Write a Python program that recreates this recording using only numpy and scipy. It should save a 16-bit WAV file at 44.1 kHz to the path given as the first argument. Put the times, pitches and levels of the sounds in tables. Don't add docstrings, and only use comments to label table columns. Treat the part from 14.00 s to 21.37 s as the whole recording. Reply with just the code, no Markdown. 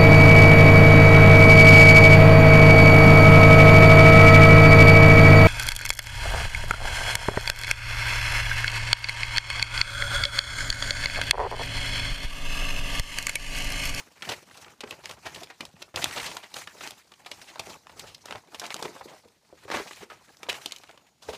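import sys
import numpy as np
from scipy import signal
from scipy.fft import rfft, irfft, next_fast_len
from scipy.io import wavfile
from scipy.ndimage import uniform_filter1d, map_coordinates

SR = 44100
rng = np.random.default_rng(int(sys.argv[2]) if len(sys.argv) > 2 else 0)


def put_to_file(sound):
    columns = np.atleast_2d(sound).T
    safe = np.clip(columns, -1, 1)
    whole_steps = np.round(safe * 32767)
    wavfile.write(sys.argv[1], SR, whole_steps.astype(np.int16))


N = 325232

# time in seconds, crackle level in dB.
HAND_MOTION = [(0, -44), (.045, -60.5), (.175, -64.5), (.309, -37), (.369, -53), (.444, -60.5),
               (.569, -54.5), (.72, -62.5), (.783, -68.5), (.923, -52.5), (1.003, -62.5), (1.107, -52),
               (1.177, -60.5), (1.372, -49.5), (1.571, -68), (1.631, -52.5), (1.711, -65.5), (1.836, -56.5),
               (1.93, -71), (1.971, -43.5), (2.27, -41.5), (2.504, -61), (2.564, -43), (2.719, -59),
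               (2.834, -44.5), (2.93, -54.5), (3.038, -67.5), (3.248, -62), (3.332, -53), (3.542, -58),
               (3.72, -50), (3.831, -68.5), (3.946, -60.5), (3.996, -54), (4.185, -65.5), (4.335, -53.5),
               (4.46, -66), (4.639, -50.5), (4.844, -47.5), (4.929, -57), (5.15, -62.5), (5.22, -67),
               (5.368, -75), (5.56, -69), (5.62, -59.5), (5.667, -64), (5.747, -44), (5.842, -50.5),
               (6.016, -52.5), (6.071, -68.5), (6.121, -59), (6.196, -65), (6.281, -61), (6.395, -63),
               (6.475, -57), (6.51, -45), (6.63, -52.5), (6.849, -58.5), (7.2, -78.5), (7.29, -50),
               (7.373, -55.5)]


def amp(db):
    return 10 ** (np.asarray(db) / 20)


def unit(x):
    return x / np.sqrt(np.mean(x ** 2, axis=-1, keepdims=True) + 1e-20)


def along(points, hz):
    point_hz, value = np.transpose(points)
    return np.interp(np.log(hz + 1), np.log(point_hz + 1), value)


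def curves(rows):
    s, *columns = np.transpose(rows)
    t = np.arange(N) / SR
    return [np.interp(t, s, column) for column in columns]


def wobble(rate):
    points = rng.standard_normal(int(N * rate / SR) + 4)
    return map_coordinates(points, [np.arange(N) * rate / SR])


def filtered(x, response):
    length = next_fast_len(x.shape[-1] + 8192)
    hz = np.fft.rfftfreq(length, 1 / SR)
    return irfft(rfft(x, length) * response(hz), length)[..., :x.shape[-1]]


def colored(x, spectrum):
    return filtered(x, lambda hz: amp(along(spectrum, hz)))


def resonance(f, centre_hz, width):
    damping = 1j * f * width * centre_hz
    return damping / (centre_hz ** 2 - f * f + damping)


def place(seconds, rows):
    at = np.round(seconds * SR).astype(int)[:, None] + np.arange(rows.shape[1])
    return np.bincount(at.ravel(), rows.ravel(), N + SR)[:N]


def snap_peak(x):
    power = uniform_filter1d(x * x, size=110)
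    return x / np.sqrt(np.max(power, axis=1, keepdims=True))


def snaps():
    # start in seconds, crease peak in dB, centre in Hz,
    # panel level against the crease in dB, rise in ms, time to fade by 60 dB in ms (both limited below).
    listed_snaps = [(.1791, -55, 2130, -4, .9, 16), (.222, -29.5, 2640, -38, 0.97, 38),
                    (.2478, -37, 2800, -26, 2.9, 43), (.2893, -29, 3100, 0, 3.6, 42),
                    (.305, -33, 2630, 2, 21, 21), (.3343, -39.5, 2180, -2, 0.99, 36),
                    (.5112, -46, 1980, -16, 1, 27), (.5685, -43.5, 4270, -4, 6.3, 56),
                    (.6112, -49, 4630, -12, 5.9, 29), (.6439, -44, 2200, -12, 2.2, 26),
                    (.6807, -54, 1950, 7, 1.8, 18), (.8058, -33.5, 3200, -4, 1.35, 36),
                    (.836, -45.5, 1930, 10.5, 2.1, 22), (.8736, -45, 2090, -14, 2.1, 27),
                    (.9073, -29, 3500, -9.5, 2.8, 12), (.9215, -49.5, 2300, 10.5, 3.7, 42),
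                    (1.0372, -46, 2840, 3, 1.25, 130), (1.0562, -30, 3350, -23, 0.72, 11),
                    (1.0932, -38.5, 2980, -3, 1, 30), (1.111, -35, 3100, -4, 0.96, 16),
                    (1.254, -35, 2600, 4.5, 13.3, 58), (1.3234, -50, 2270, -21, 2.4, 25),
                    (1.3451, -36.5, 3360, -17, 1.9, 27), (1.3584, -39.5, 2530, -0.5, 1.8, 42),
                    (1.432, -36, 3400, -5, 1.4, 29), (1.4997, -45.5, 2200, 4, 1, 80),
                    (1.6069, -28.5, 3000, -2, 0.54, 24), (1.652, -34.5, 4670, -8, 0.67, 15),
                    (1.8191, -34, 3040, -5.5, 7.9, 12), (1.9425, -49.5, 1830, 8.5, 0.76, 330),
                    (1.9592, -21.5, 4200, -16, 0.81, 20.4), (1.9713, -36, 1850, 5, 0.67, 33),
                    (1.9792, -37, 2520, 2, 0.64, 16), (2.017, -28, 2620, -4.5, 8.5, 79),
                    (2.0418, -15, 4220, -9, 1.1, 10), (2.0578, -38, 2170, 10.5, 0.32, 16),
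                    (2.1083, -34, 2250, -14, 3.7, 23), (2.1606, -37.5, 2460, 4, 3.3, 36),
                    (2.171, -31, 2900, 1, 8.6, 50), (2.1978, -31, 2580, -10, 2.6, 32),
                    (2.2525, -32.5, 3120, -8, 12, 150), (2.3137, -38, 2600, 0, 1.8, 40),
                    (2.3678, -30.5, 3330, -11, 1.4, 12), (2.4283, -44, 2240, 1, 9, 98),
                    (2.539, -31, 4100, -9, 4.9, 9.8), (2.5643, -33.5, 2930, -3.5, 2.8, 34),
                    (2.673, -35, 2090, -8, 1.24, 22), (2.8068, -39.5, 2120, 0, 2.4, 55),
                    (2.819, -41.5, 2660, -4, 16, 130), (2.8741, -31.5, 2740, -3, 0.72, 7.2),
                    (3.119, -48.5, 2750, 2, 1.3, 14), (3.1372, -47.5, 3050, -15, 1.6, 16),
                    (3.2603, -39.5, 2570, 0, 3.2, 41), (3.3145, -31, 2830, -7.5, 0.98, 26),
                    (3.4137, -42.5, 2450, -26, 3.2, 45), (3.474, -44, 2660, -10, 17, 99),
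                    (3.558, -46, 3050, 1, 0.65, 9), (3.594, -27.5, 3480, -5.5, 2.2, 21),
                    (3.6939, -43, 3900, -6, 7, 100), (3.8693, -40, 1790, -16, 0.32, 15),
                    (3.8945, -54.5, 1550, 10.5, 2.1, 31), (3.9946, -33.5, 4950, -12, 1.1, 17),
                    (4.066, -45.5, 3550, -5, 11, 250), (4.145, -38, 4260, -21, 2.9, 22),
                    (4.1802, -54, 4660, -2, .8, 14), (4.256, -37, 4650, -1, 2.9, 6.2),
                    (4.281, -47, 2300, 5.5, 4.4, 38), (4.3081, -34.5, 2630, 1.5, 1, 23),
                    (4.3238, -39, 2120, 7, 0.99, 12), (4.3562, -41.5, 2010, 3.5, 0.69, 24),
                    (4.5454, -36.5, 3000, 2, 0.93, 42), (4.597, -26.5, 4900, -10.5, 0.37, 27),
                    (4.6158, -45, 3630, 11, 0.83, 63), (4.6381, -44.5, 2640, 9.5, 1.5, 97),
                    (4.6537, -34.5, 2360, -23, 0.77, 28), (4.6648, -32.5, 4900, -10, 0.26, 20),
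                    (4.7042, -32.5, 2180, -3.5, 0.71, 25), (4.7426, -23, 4900, -6.5, 0.91, 4.2),
                    (4.765, -32.5, 4000, -29, .9, 5.6), (4.8249, -30, 3840, 1.5, 1.64, 18),
                    (4.849, -43.5, 2260, 12, 7.9, 24), (4.8804, -40, 1920, -23, 1.1, 9.7),
                    (4.962, -53, 1550, 10, 1.8, 61), (5.008, -54, 1800, 7, 3.9, 47),
                    (5.0798, -54, 2530, 8.5, 4.5, 170), (5.678, -55.5, 1470, 14, 3.9, 120),
                    (5.7015, -42.5, 1780, 15, 1, 8.6), (5.7112, -38, 2600, 11, 5.1, 73),
                    (5.7311, -36.5, 2030, 7.5, 19, 58), (5.7593, -37, 2480, 7, 3.2, 29),
                    (5.7691, -43, 1770, 13, .3, 52), (5.781, -40.5, 1970, 6, 8, 130),
                    (5.872, -44, 3100, -3, 5.1, 67), (5.9095, -48, 1570, 9.5, 1.7, 7.8),
                    (5.9316, -41, 3120, -21, 1.3, 18), (6.0085, -54, 2330, 11, 24, 62),
                    (6.1, -42.5, 1570, -8, 0.73, 150), (6.4309, -36, 2830, 1, 0.72, 30),
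                    (6.4882, -23, 2710, -10, 11.7, 35), (6.5273, -35.5, 2270, -1, 2.3, 10),
                    (6.5398, -38, 2240, -7, 3.1, 68), (6.6156, -45, 3250, -17, 3.9, 16),
                    (6.6592, -23, 4000, -9.5, 0.39, 13), (6.7099, -40, 3300, -20, 1.1, 11),
                    (6.7207, -28, 3800, -11.5, 0.49, 14), (6.7617, -36, 4300, -26, 0.8, 21),
                    (6.7835, -45, 5040, -23, 1.2, 21), (6.8347, -48.5, 2940, 3, 1.1, 29),
                    (6.892, -45, 1940, -25, 0.65, 20), (6.9112, -48.5, 2420, -3, 0.68, 16),
                    (6.9752, -51.5, 3000, 4, 0.71, 23), (7.22, -45.5, 3900, -4, 5.5, 230),
                    (7.2878, -41, 2740, -7, 5.1, 92), (7.3267, -44.5, 3000, 7.5, 11.2, 27),
                    (7.342, -41.5, 2730, -3, 5.4, 100)]
    rows = np.vstack([listed_snaps, stray_ticks(count=160)])
    s, db, centre_hz, panel_db, rise_ms, t60_ms = rows.T[..., None]
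    edge_db = -30 - 1 * (db + 43)

    ms = np.arange(5000) / SR * 1000
    rise_ms, t60_ms = np.clip(rise_ms, .1, 30), np.clip(t60_ms, 5, 200)
    rise_db = -11 * (1 - ms / rise_ms)
    fade_db = -60 * (ms - rise_ms) / t60_ms
    shape = amp(np.where(ms < rise_ms, rise_db, fade_db))
    noise = rng.standard_normal((len(rows), len(ms)))
    grains = noise * np.abs(noise) ** 1.07
    crack = 3.0 * np.exp(-((ms - rise_ms) / 0.028) ** 2) / (1 + rise_ms ** 2)
    burst = grains * shape + crack

    facet_hz = centre_hz * amp(rng.normal(0, 5.1, (len(rows), 3))).T[..., None]

    def crease_response(f):
        facets = 1 + 0.28 * sum(resonance(f, hz, 0.14) for hz in facet_hz)
        return resonance(f, centre_hz, 1.9) * resonance(f, 0.8 * centre_hz, 1.0) * facets

    crease = snap_peak(filtered(burst, crease_response))
    panel = snap_peak(filtered(burst, lambda f: resonance(f, 790, 2.34) ** 2))
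    edge = snap_peak(filtered(burst, lambda f: resonance(f, 7500, 1.7) ** 2))
    return place(s[:, 0], amp(db) * (crease + amp(panel_db) * panel + amp(edge_db) * edge))


def stray_ticks(count):
    when, size, pitch = rng.random((count, 3)).T
    s = when * N / SR
    motion_db = np.interp(s, *np.transpose(HAND_MOTION))
    db = motion_db + 0.5 - 3.5 * np.log(1 - size)
    centre_hz = 2860 * 3 ** (pitch - .5)
    panel_db, rise_ms, t60_ms = (np.full(count, value) for value in (-7.5, 0.895, 13))
    return np.transpose([s, db, centre_hz, panel_db, rise_ms, t60_ms])


def flaps():
    # start in seconds, peak of the note in dB, centre in Hz,
    # air push level against the note in dB, before the push's own rise and fade.
    panel_flaps = [(0.3, -40, 400, -3), (0.834, -28.5, 390, -23.5), (1.097, -32.5, 800, -12),
                   (1.263, -32, 726, -4.5), (1.359, -49, 400, 4), (1.603, -40.5, 206, -3),
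                   (1.738, -45, 198, -11.1), (1.941, -40, 400, 4), (1.961, -32, 580.0, -0.5),
                   (2.034, -32, 288, -5), (2.175, -32, 940, -13), (2.367, -29, 930, -23),
                   (2.75, -44, 520, -13), (3.557, -35, 800, -23.3), (3.595, -32, 780, -4),
                   (3.67, -35.5, 490, -7), (4.04, -37, 700, -15), (4.351, -30, 750, -7),
                   (4.378, -51, 400, 0), (4.436, -48, 755, -31), (4.629, -31, 810, -30),
                   (4.821, -28, 370, -25), (4.854, -30.5, 353, -16), (4.891, -35, 356, -18),
                   (4.961, -37, 557, -26.2), (5.01, -30.5, 745, -18), (5.056, -34, 415, -27),
                   (5.136, -37, 580, -21.5), (5.253, -46, 383, -3), (5.526, -38.5, 445, -14),
                   (5.652, -38, 423, -1.5), (5.741, -21.5, 785, -10), (5.799, -29.5, 433, -14),
                   (6.028, -36, 415, -26), (6.119, -38, 445, -18), (6.486, -24.5, 510, -18.5),
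                   (6.656, -40, 360, -14), (7.287, -23, 574, -9)]
    s, db, centre_hz, push_db = np.transpose(panel_flaps)[..., None]
    t = np.arange(4096) / SR
    kick = rng.standard_normal((len(panel_flaps), len(t))) * amp(-t * 1350)
    note = filtered(kick, lambda f: resonance(f, centre_hz, 0.78) ** 2)
    note = note / np.abs(note).max(axis=1, keepdims=True)
    push_hz = 80 * amp(rng.normal(0, 1.5, (len(panel_flaps), 1)))
    push_shape = amp(-t * 1100) * (1 - np.exp(-t * 300))
    push = np.sin(2 * np.pi * push_hz * t) * push_shape
    return place(s[:, 0], amp(db) * (note + amp(push_db) * push))


def rustle():
    # time in seconds, then panel rumble, sliding hiss
    # and stirred air, each in dB against the crackle.
    shares = [(0, 1, -1.5, -9), (.5, -2, -2.5, -10), (.85, 7, -3, -3.5), (1.25, -1.5, -1.5, -3.5),
              (1.9, 0.5, -2.5, -7), (2.3, -4, -1, -13.5), (2.9, -5.5, 0, -12), (3.5, -0.5, 0, -9),
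              (4.1, 3.5, 0.5, 0.5), (4.4, 7, -1, -10), (4.7, -4, -4, -18), (5.05, 5, 4, -14),
              (5.6, 4.5, 0, -4), (5.9, -9, 1.5, -17), (6.15, 3.5, -2, -2.5), (6.7, -6.5, -2.5, -17),
              (7.0, 3, -6.5, -8), (7.37, 2, 5, -6)]
    # frequency in Hz, strength in dB per Hz.
    crackle_color, panel_color = [(300, -85), (800, -3.5), (1500, -2), (2500, 0), (4500, -10.5),
                                  (8000, -8.5), (16400, -17)], [(60, -32.5), (150, 1), (250, 0.5), (450, -3),
                                                   (850, -1.5), (1500, -10.5), (3000, -19.5), (9000, -83)]
    hiss_color, stir_color = [(1500, -64), (4000, 1.5), (6500, 1.5), (9000, -5.5), (16400, -11)], [(20, -48), (45, -8.5), (85, -5), (150, -8.5), (400, -41.5)]
    motion_db, = curves(HAND_MOTION)
    panel_db, hiss_db, stir_db = curves(shares)
    ticks = buckles(count=11000)
    clump = wobble(60) + 0.84 * wobble(160)

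    def layer(color, share, clump_db, own_db):
        grain = share * ticks + patches(depth_db=3.0)
        waver_db = clump_db * clump + own_db * wobble(50)
        return unit(colored(grain * amp(waver_db), color))

    crackle = layer(crackle_color, share=0.25, clump_db=2.46, own_db=2.5)
    panel = amp(panel_db) * layer(panel_color, share=0.53, clump_db=0.86, own_db=4.5)
    hiss = amp(hiss_db) * layer(hiss_color, share=0.17, clump_db=0.97, own_db=2.5)
    stir = amp(stir_db) * layer(stir_color, share=0.39, clump_db=-0.5, own_db=0.5)
    return amp(motion_db) * (crackle + panel + hiss + stir)


def buckles(count):
    when, pitch, size, life = rng.random((count, 4)).T[..., None]
    hz = 350 * 25 ** pitch
    t = np.arange(300) / SR
    strength = (1 - .98 * size) ** -.45 * np.sqrt(hz)
    ring = np.sin(2 * np.pi * hz * t) * np.exp(-t * hz / (3.0 + 3 * life))
    return unit(place(when[:, 0] * N / SR, strength * ring))


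def patches(depth_db):
    z = signal.stft(rng.standard_normal(N + 256), nperseg=256)[2]
    field = uniform_filter1d(rng.standard_normal(z.shape), size=5, axis=0)
    field = uniform_filter1d(field, size=9, axis=1)
    gain = amp(depth_db * field / field.std())
    return unit(signal.istft(z * gain, nperseg=256)[1][:N])


def room(x):
    # frequency in Hz, time to fade by 60 dB in seconds.
    fade_times = [(150, 0.23), (1500, 0.15), (10000, 0.028)]
    hop = SR // 4
    out = np.zeros(N + 4 * hop)
    for start in range(0, N, hop):
        hz, t, z = signal.stft(rng.standard_normal(hop), SR, nperseg=256)
        fade = amp(-60 * t / along(fade_times, hz)[:, None])
        tail = signal.istft(z * fade, SR, nperseg=256)[1][:hop]
        wet = signal.fftconvolve(x[start:start + hop], tail / np.linalg.norm(tail))
        out[start + 150:][:len(wet)] += wet
    return out[:N]


def background():
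    # time in seconds, pitch in Hz and level in dB, around which it wavers.
    whistle_path = [(6.8, 7150, -95), (6.9, 6900, -72), (7.15, 6900, -78), (7.25, 6760, -74),
                    (7.3, 6650, -95)]
    # frequency in Hz, strength in dB per Hz.
    air_color = [(20, -10), (80, 5), (250, 4), (1000, -18), (4000, -6), (16400, -18)]
    hz, db = curves(whistle_path)
    level = amp(db + 3 * wobble(60))
    phase = 2 * np.pi * np.cumsum(hz + 55 * wobble(76)) / SR
    air = unit(colored(rng.standard_normal(N), air_color))
    return amp(-69.5) * air + level * np.sin(phase)


def scene():
    hits = snaps() + flaps()
    answer = amp(-13.0) * room(hits)
    return (hits + answer + rustle() + background())[None]


def record(dry):
    roll_hz, top_hz = 15350, 16398

    def response(f):
        top = np.where(f < roll_hz, 1, amp(-33.0)) * (f < top_hz)
        treble = 1 / (1 + 1j * f / 10500)
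        bass = (1j * f / (45 + 1j * f)) ** 2
        return top * treble * bass

    return filtered(dry, response)


dry = scene()
out = record(dry)
put_to_file(out)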